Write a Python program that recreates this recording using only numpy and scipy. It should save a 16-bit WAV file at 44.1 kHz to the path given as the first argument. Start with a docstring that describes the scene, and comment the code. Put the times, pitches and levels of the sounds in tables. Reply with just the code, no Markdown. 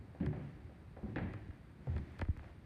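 """Slow steps in an empty house

Three steps on a wooden floor: heel and ball make the boards boom, one board cracks,
and the bare walls ring on. Fingers tick and bump on a hand-held camera, dry and close.
Clothes rustle faintly over a low room rumble and a little microphone hiss."""
import sys
import numpy as np
from scipy import signal
from scipy.fft import rfft, irfft, next_fast_len
from scipy.io import wavfile

SR = 44100
rng = np.random.default_rng(int(sys.argv[2]) if len(sys.argv) > 2 else 0)


def wav_out(sig):
    """Save sig, one row per channel (or a flat mono array), as 16-bit PCM at SR to the path in sys.argv[1]."""
    wavfile.write(sys.argv[1], SR, np.round(np.clip(np.atleast_2d(sig).T, -1, 1) * 32767).astype(np.int16))


N = 116865


def amp(db):
    """Turn decibels into a gain."""
    return 10 ** (np.asarray(db) / 20)


def unit(x):
    """Scale a sound to an average (rms) level of 1."""
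    return x / np.sqrt(np.mean(x ** 2) + 1e-20)


def along(points, hz):
    """Read between (frequency, value) points on a log frequency scale."""
    freqs, values = np.transpose(points)
    return np.interp(np.log(hz + 1), np.log(freqs + 1), values)


def add(track, start_s, sound):
    """Mix a sound into the track at a given time."""
    start = max(0, round(start_s * SR))
    part = sound[:N - start]
    track[start:start + len(part)] += part


def noise(tone, size):
    """Noise of level 1; the tone table sets the balance of lows and highs."""
    gain = amp(along(tone, np.fft.rfftfreq(size, 1 / SR)))
    return unit(irfft(rfft(rng.standard_normal(size)) * gain, size))


def rise(t, attack_s):
    """A smooth start."""
    return 1 - np.exp(-(t / attack_s) ** 2)


def fade(t, ring_s):
    """Die away by 60 dB in the ring time."""
    return np.exp(-np.log(1000) * t / ring_s)


def ring(notes, t, scatter_db=2):
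    """Struck notes fade, with a new strength and phase at each hit."""
    out = np.zeros(len(t))
    for hz, db, ring_s in notes:
        gain = amp(db + scatter_db * rng.standard_normal())
        out += gain * np.sin(2 * np.pi * (hz * t + rng.random())) * fade(t, ring_s)
    return out


# tone of the hiss (frequency [Hz], level [dB])
HISS_TONE = [(2000, 2.5), (4200, 2), (5500, 0), (7500, -4), (8200, -2.5), (8750, -2.5), (9400, -3.5),
             (12000, -8), (15000, -15)]
# thin, high whines (pitch [Hz], level [dB])
WHINES = [(4620, -93.5), (8750, -95)]
def electronics(sharpness=55):
    """The microphone adds a steady hiss and a faint whine."""
    hz = np.fft.rfftfreq(N, 1 / SR)
    whine = np.zeros(N)
    for pitch, db in WHINES:
        narrow_band = 1 / (1 + (sharpness * (hz / pitch - 1)) ** 2)
        whine += amp(db) * unit(irfft(rfft(rng.standard_normal(N)) * narrow_band, N))
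    return amp(-85.5) * noise(HISS_TONE, N) + whine


# tones of the quiet room and of the fading rumble (frequency [Hz], level [dB])
ROOM_TONE = [(20, -36.5), (32, -13), (45, -6), (70, 0.5), (110, -0.5), (200, -8.5), (330, -12.5),
             (500, -23), (800, -26), (1250, -28), (1900, -29.5), (2400, -32.5), (3000, -40), (4000, -41.5),
             (6000, -57.5)]
RUMBLE_TONE = [(20, -43), (32, -37.5), (45, -6), (75, 1.5), (130, -5.5), (280, -10), (450, -18), (900, -21),
               (3000, -63)]
def room_rumble():
    """The room murmurs steadily, and the house still rings from an earlier step."""
    t = np.arange(N) / SR
    rumble = amp(-59) * fade(t, ring_s=3.6) * noise(RUMBLE_TONE, N)
    return amp(-56) * noise(ROOM_TONE, N) + rumble


# how loud the clothes rustle (time [s], level [dB])
RUSTLE_LEVELS = [(0, -76.5), (.3, -72), (.44, -65), (.6, -71.5), (.9, -76), (1.08, -68.5), (1.5, -70),
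                 (1.75, -79.5), (1.92, -62.5), (2.04, -64.5), (2.16, -64), (2.32, -71.5), (2.48, -64),
                 (2.62, -78.5)]
# tone of the cloth (frequency [Hz], level [dB])
CLOTH_TONE = [(200, 7), (700, 7.5), (1200, 0.5), (1900, 5.5), (2800, -4.5), (4400, -12.5), (6000, -20),
              (9000, -26.5), (15000, -42)]
def clothes():
    """Clothes rustle as they move with the stride."""
    level_db = np.interp(np.arange(N) / SR, *np.transpose(RUSTLE_LEVELS))
    return amp(level_db) * noise(CLOTH_TONE, N)


def case_pulse(tone, path=1, size=8192):
    """A tap travels a share of the path through the camera's case; the bass arrives last."""
    hz = np.fft.rfftfreq(size, 1 / SR)
    bass_hz, bass_delay_s, case_hz, width_hz = 79.3, 0.01985, 1890, 460
    travel_s = bass_delay_s * (bass_hz / np.maximum(hz, bass_hz / 2)) ** 0.676
    held_s = .0018 / (1 + ((hz - case_hz) / width_hz) ** 2)  # the case holds back its own note
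    delay_s = path * (travel_s - travel_s[-1] + held_s)
    phase = 2 * np.pi * np.cumsum(delay_s) * SR / size
    pulse = irfft(amp(along(tone, hz)) * np.exp(-1j * phase))
    return np.fft.fftshift(pulse) / np.abs(pulse).max()  # centred, with a peak of 1


# tones of a pad's thump, a nail's tick and its sharp edge (frequency [Hz], level [dB])
THUMP_TONE = [(15, -64), (28, 13), (42, -8.5), (70, 8.5), (95, 6), (140, -11), (280, -13), (450, -34.5),
              (1000, -52), (3000, -96)]
TICK_TONE = [(50, -23), (200, 0), (550, 2.5), (1000, -2.5), (1800, 0.5), (2400, -9), (4000, -26.5),
             (6000, -53), (13000, -92)]
EDGE_TONE = [(500, -30), (2000, -6), (3300, 0), (4900, -1), (5800, -12), (7500, -14), (9200, -14),
             (12500, -25), (14500, -42)]
# finger touches (time [s], thump [dB], tick [dB], sharp edge [dB])
FINGER_TOUCHES = [(.2620, -55, -37.5, -49), (.9640, -50.5, -54, -76), (1.3358, -61, -40.5, -55),
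                  (1.481, -37.5, -60, -93), (1.5056, -63, -52.5, -86), (1.963, -34, -40, -56),
                  (1.9802, -55, -45, -53.5), (2.1919, -41.5, -38.5, -48), (2.2136, -30, -29.5, -45),
                  (2.2495, -47.5, -46.5, -65), (2.2814, -25, -52, -83.5), (2.3642, -39.5, -48.5, -72),
                  (2.3918, -46, -46, -83), (2.4410, -46.5, -51, -64)]
def fingers():
    """Fingers shift on the camera: pads thump, nails tick and rattle the case, with no room echo."""
    out, t = np.zeros(N), np.arange(SR // 20) / SR
    thump, edge = case_pulse(THUMP_TONE), case_pulse(EDGE_TONE, path=0.299)
    first_tick = amp(-8.5) * case_pulse(TICK_TONE, path=0.241)  # takes a short cut
    tick = first_tick + case_pulse(TICK_TONE)
    centre_s = len(tick) / SR / 2
    for start_s, thump_db, tick_db, edge_db in FINGER_TOUCHES:
        click = amp(tick_db) * tick + amp(edge_db) * edge
        bounces = rng.standard_normal(len(t)) * fade(t, ring_s=0.052)  # inside the case
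        rattle = signal.fftconvolve(click, bounces / np.linalg.norm(bounces))[:len(tick)]
        add(out, start_s - centre_s, amp(thump_db) * thump + click + amp(-5.5) * rattle)
    return out


# how long the bare rooms ring (frequency [Hz], ring time [s])
WALL_RING_TIMES = [(60, 0.99), (250, 0.63), (700, 0.74), (1800, 0.93), (4000, 0.88), (10000, 0.42)]
def echo(tone):
    """Sound bounces between bare walls for one second; the treble dies first."""
    hz, t, bands = signal.stft(noise(tone, SR), SR, nperseg=512)
    bands *= fade(t, along(WALL_RING_TIMES, hz)[:, None])
    return signal.istft(bands, SR, nperseg=512)[1][:SR]


# notes of a snapping board and of wooden panels (pitch [Hz], level [dB], ring time [s])
SNAP_NOTES = [(560, -13.5, 0.0047), (833, -12, 0.02), (1680, 4, 0.0095), (2390, -4, .005),
              (3210, -8, 0.0051), (4300, -14.5, 0.0047)]
PANEL_NOTES = [(452, -17, 0.17), (514, -3.5, 0.38), (573, -15.5, 0.6), (763.4, -8.5, 0.89),
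               (894, -22.5, 0.31)]
# tones of a woody knock and a bright crack (frequency [Hz], level [dB])
KNOCK_TONE = [(60, -49.5), (150, -3), (330, 1.5), (550, 1), (850, -6.5), (1200, -12), (2000, -21.5),
              (5000, -68.5)]
CRACK_TONE = [(200, 17.5), (700, -29), (1200, -11.5), (1700, 5), (2300, 0), (3000, -10.5), (4300, -21),
              (5500, -42.5), (9000, -81), (15000, -94)]
# sole slaps and board cracks (time [s], knock [dB], crack [dB], snap [dB])
SLAPS_AND_CRACKS = [(.149, -65, -80, -59), (.2020, -59, -57, -49.5), (0.226, -60, -57.5, -59),
                    (.329, -55.5, -61, -54), (.360, -62, -62, -62), (.695, -66.5, -83, -61),
                    (.966, -59, -78, -83), (1.030, -65.5, -72, -66), (1.062, -63.5, -86, -66),
                    (1.1598, -49.5, -46, -31), (1.184, -49.5, -51, -37), (1.8705, -58, -71, -63),
                    (2.429, -65, -68, -72)]
def slaps_and_cracks():
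    """Soles slap and boards crack: a quick snap, then the panels and walls ring on."""
    out, t = np.zeros(N), np.arange(SR) / SR
    snap = sum(amp(db) * np.sin(2 * np.pi * hz * t) * fade(t, ring_s) for hz, db, ring_s in SNAP_NOTES)
    early_boost = 1 + amp(4.5) * fade(t, ring_s=0.084)  # the first echoes are the strongest
    for start_s, knock_db, crack_db, snap_db in SLAPS_AND_CRACKS:
        knock = amp(knock_db) * (echo(KNOCK_TONE) + ring(PANEL_NOTES, t))
        crack = amp(crack_db) * echo(CRACK_TONE)
        hit = amp(snap_db) * snap + (knock + crack) * early_boost
        add(out, start_s, hit * rise(t, attack_s=.0003))
    return out


# deep notes of the floor and room (pitch [Hz], level [dB], ring time [s])
BOOM_NOTES = [(60.7, -5, 1.9), (73.8, 1.5, 1.0), (103.5, -1, 1), (133, -8, 0.94), (145.2, -6.5, 0.51),
              (176, -9.5, 0.62), (185.8, -2, 0.25), (225, -23.5, 0.44), (277.5, -11, 0.94),
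              (307.7, -10.5, 1.8), (368.7, -2, 0.94)]
# tone of the boom's echo (frequency [Hz], level [dB])
BOOM_TONE = [(20, -51), (32, -26), (48, -2.5), (80, -9), (130, 0), (200, 1), (300, -7.5), (450, -21.5),
             (800, -31), (2000, -73.5)]
# heel and ball landings (time [s], thud [dB], thud pitch [Hz], thud ring time [s], boom [dB])
FOOT_LANDINGS = [(.206, -22.5, 183, 0.072, -40), (.208, -34.5, 291, 0.29, -51),
                 (.270, -28, 147.6, 0.23, -46), (0.398, -42, 142.9, 0.55, -53),
                 (0.646, -41, 86.6, 0.12, -60), (1.028, -39.5, 212.3, 0.18, -45),
                 (1.084, -39, 106.8, 0.45, -53.5), (1.163, -25, 323, 0.04, -47),
                 (1.214, -35, 87.4, 0.31, -45), (1.346, -35.5, 101, .13, -66.5),
                 (1.790, -54, 148.4, 0.33, -58.5), (1.870, -35.5, 127, 0.43, -51.5),
                 (1.892, -31.5, 84.7, 0.43, -59), (1.954, -27.5, 74.9, 0.18, -48)]
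def footfalls():
    """Each footfall bends the boards with a thud, and the floor and the room boom."""
    out, t = np.zeros(N), np.arange(SR) / SR
    for start_s, thud_db, hz, ring_s, boom_db in FOOT_LANDINGS:
        thud = np.sin(2 * np.pi * hz * t) * fade(t, ring_s) * rise(t, attack_s=0.0031)
        boom = (.5 * ring(BOOM_NOTES, t) + amp(2.5) * echo(BOOM_TONE)) * rise(t, attack_s=0.0027)
        add(out, start_s, amp(thud_db) * thud + amp(boom_db) * boom)
    return out


def scene():
    """All the sounds meet at one microphone."""
    background = clothes() + room_rumble() + electronics()
    return (background + footfalls() + slaps_and_cracks() + fingers())[None]


def record(dry):
    """The camera drops the deepest bass and the highest treble."""
    bottom_hz, top_hz = 35.2, 15100
    size = next_fast_len(N + SR // 2)
    hz = np.fft.rfftfreq(size, 1 / SR)
    low_cut = 1 - np.exp(-(hz / bottom_hz) ** 4)
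    return irfft(rfft(dry, size) * low_cut * (hz < top_hz), size)[:, :N]


dry = scene()
out = record(dry)
wav_out(out)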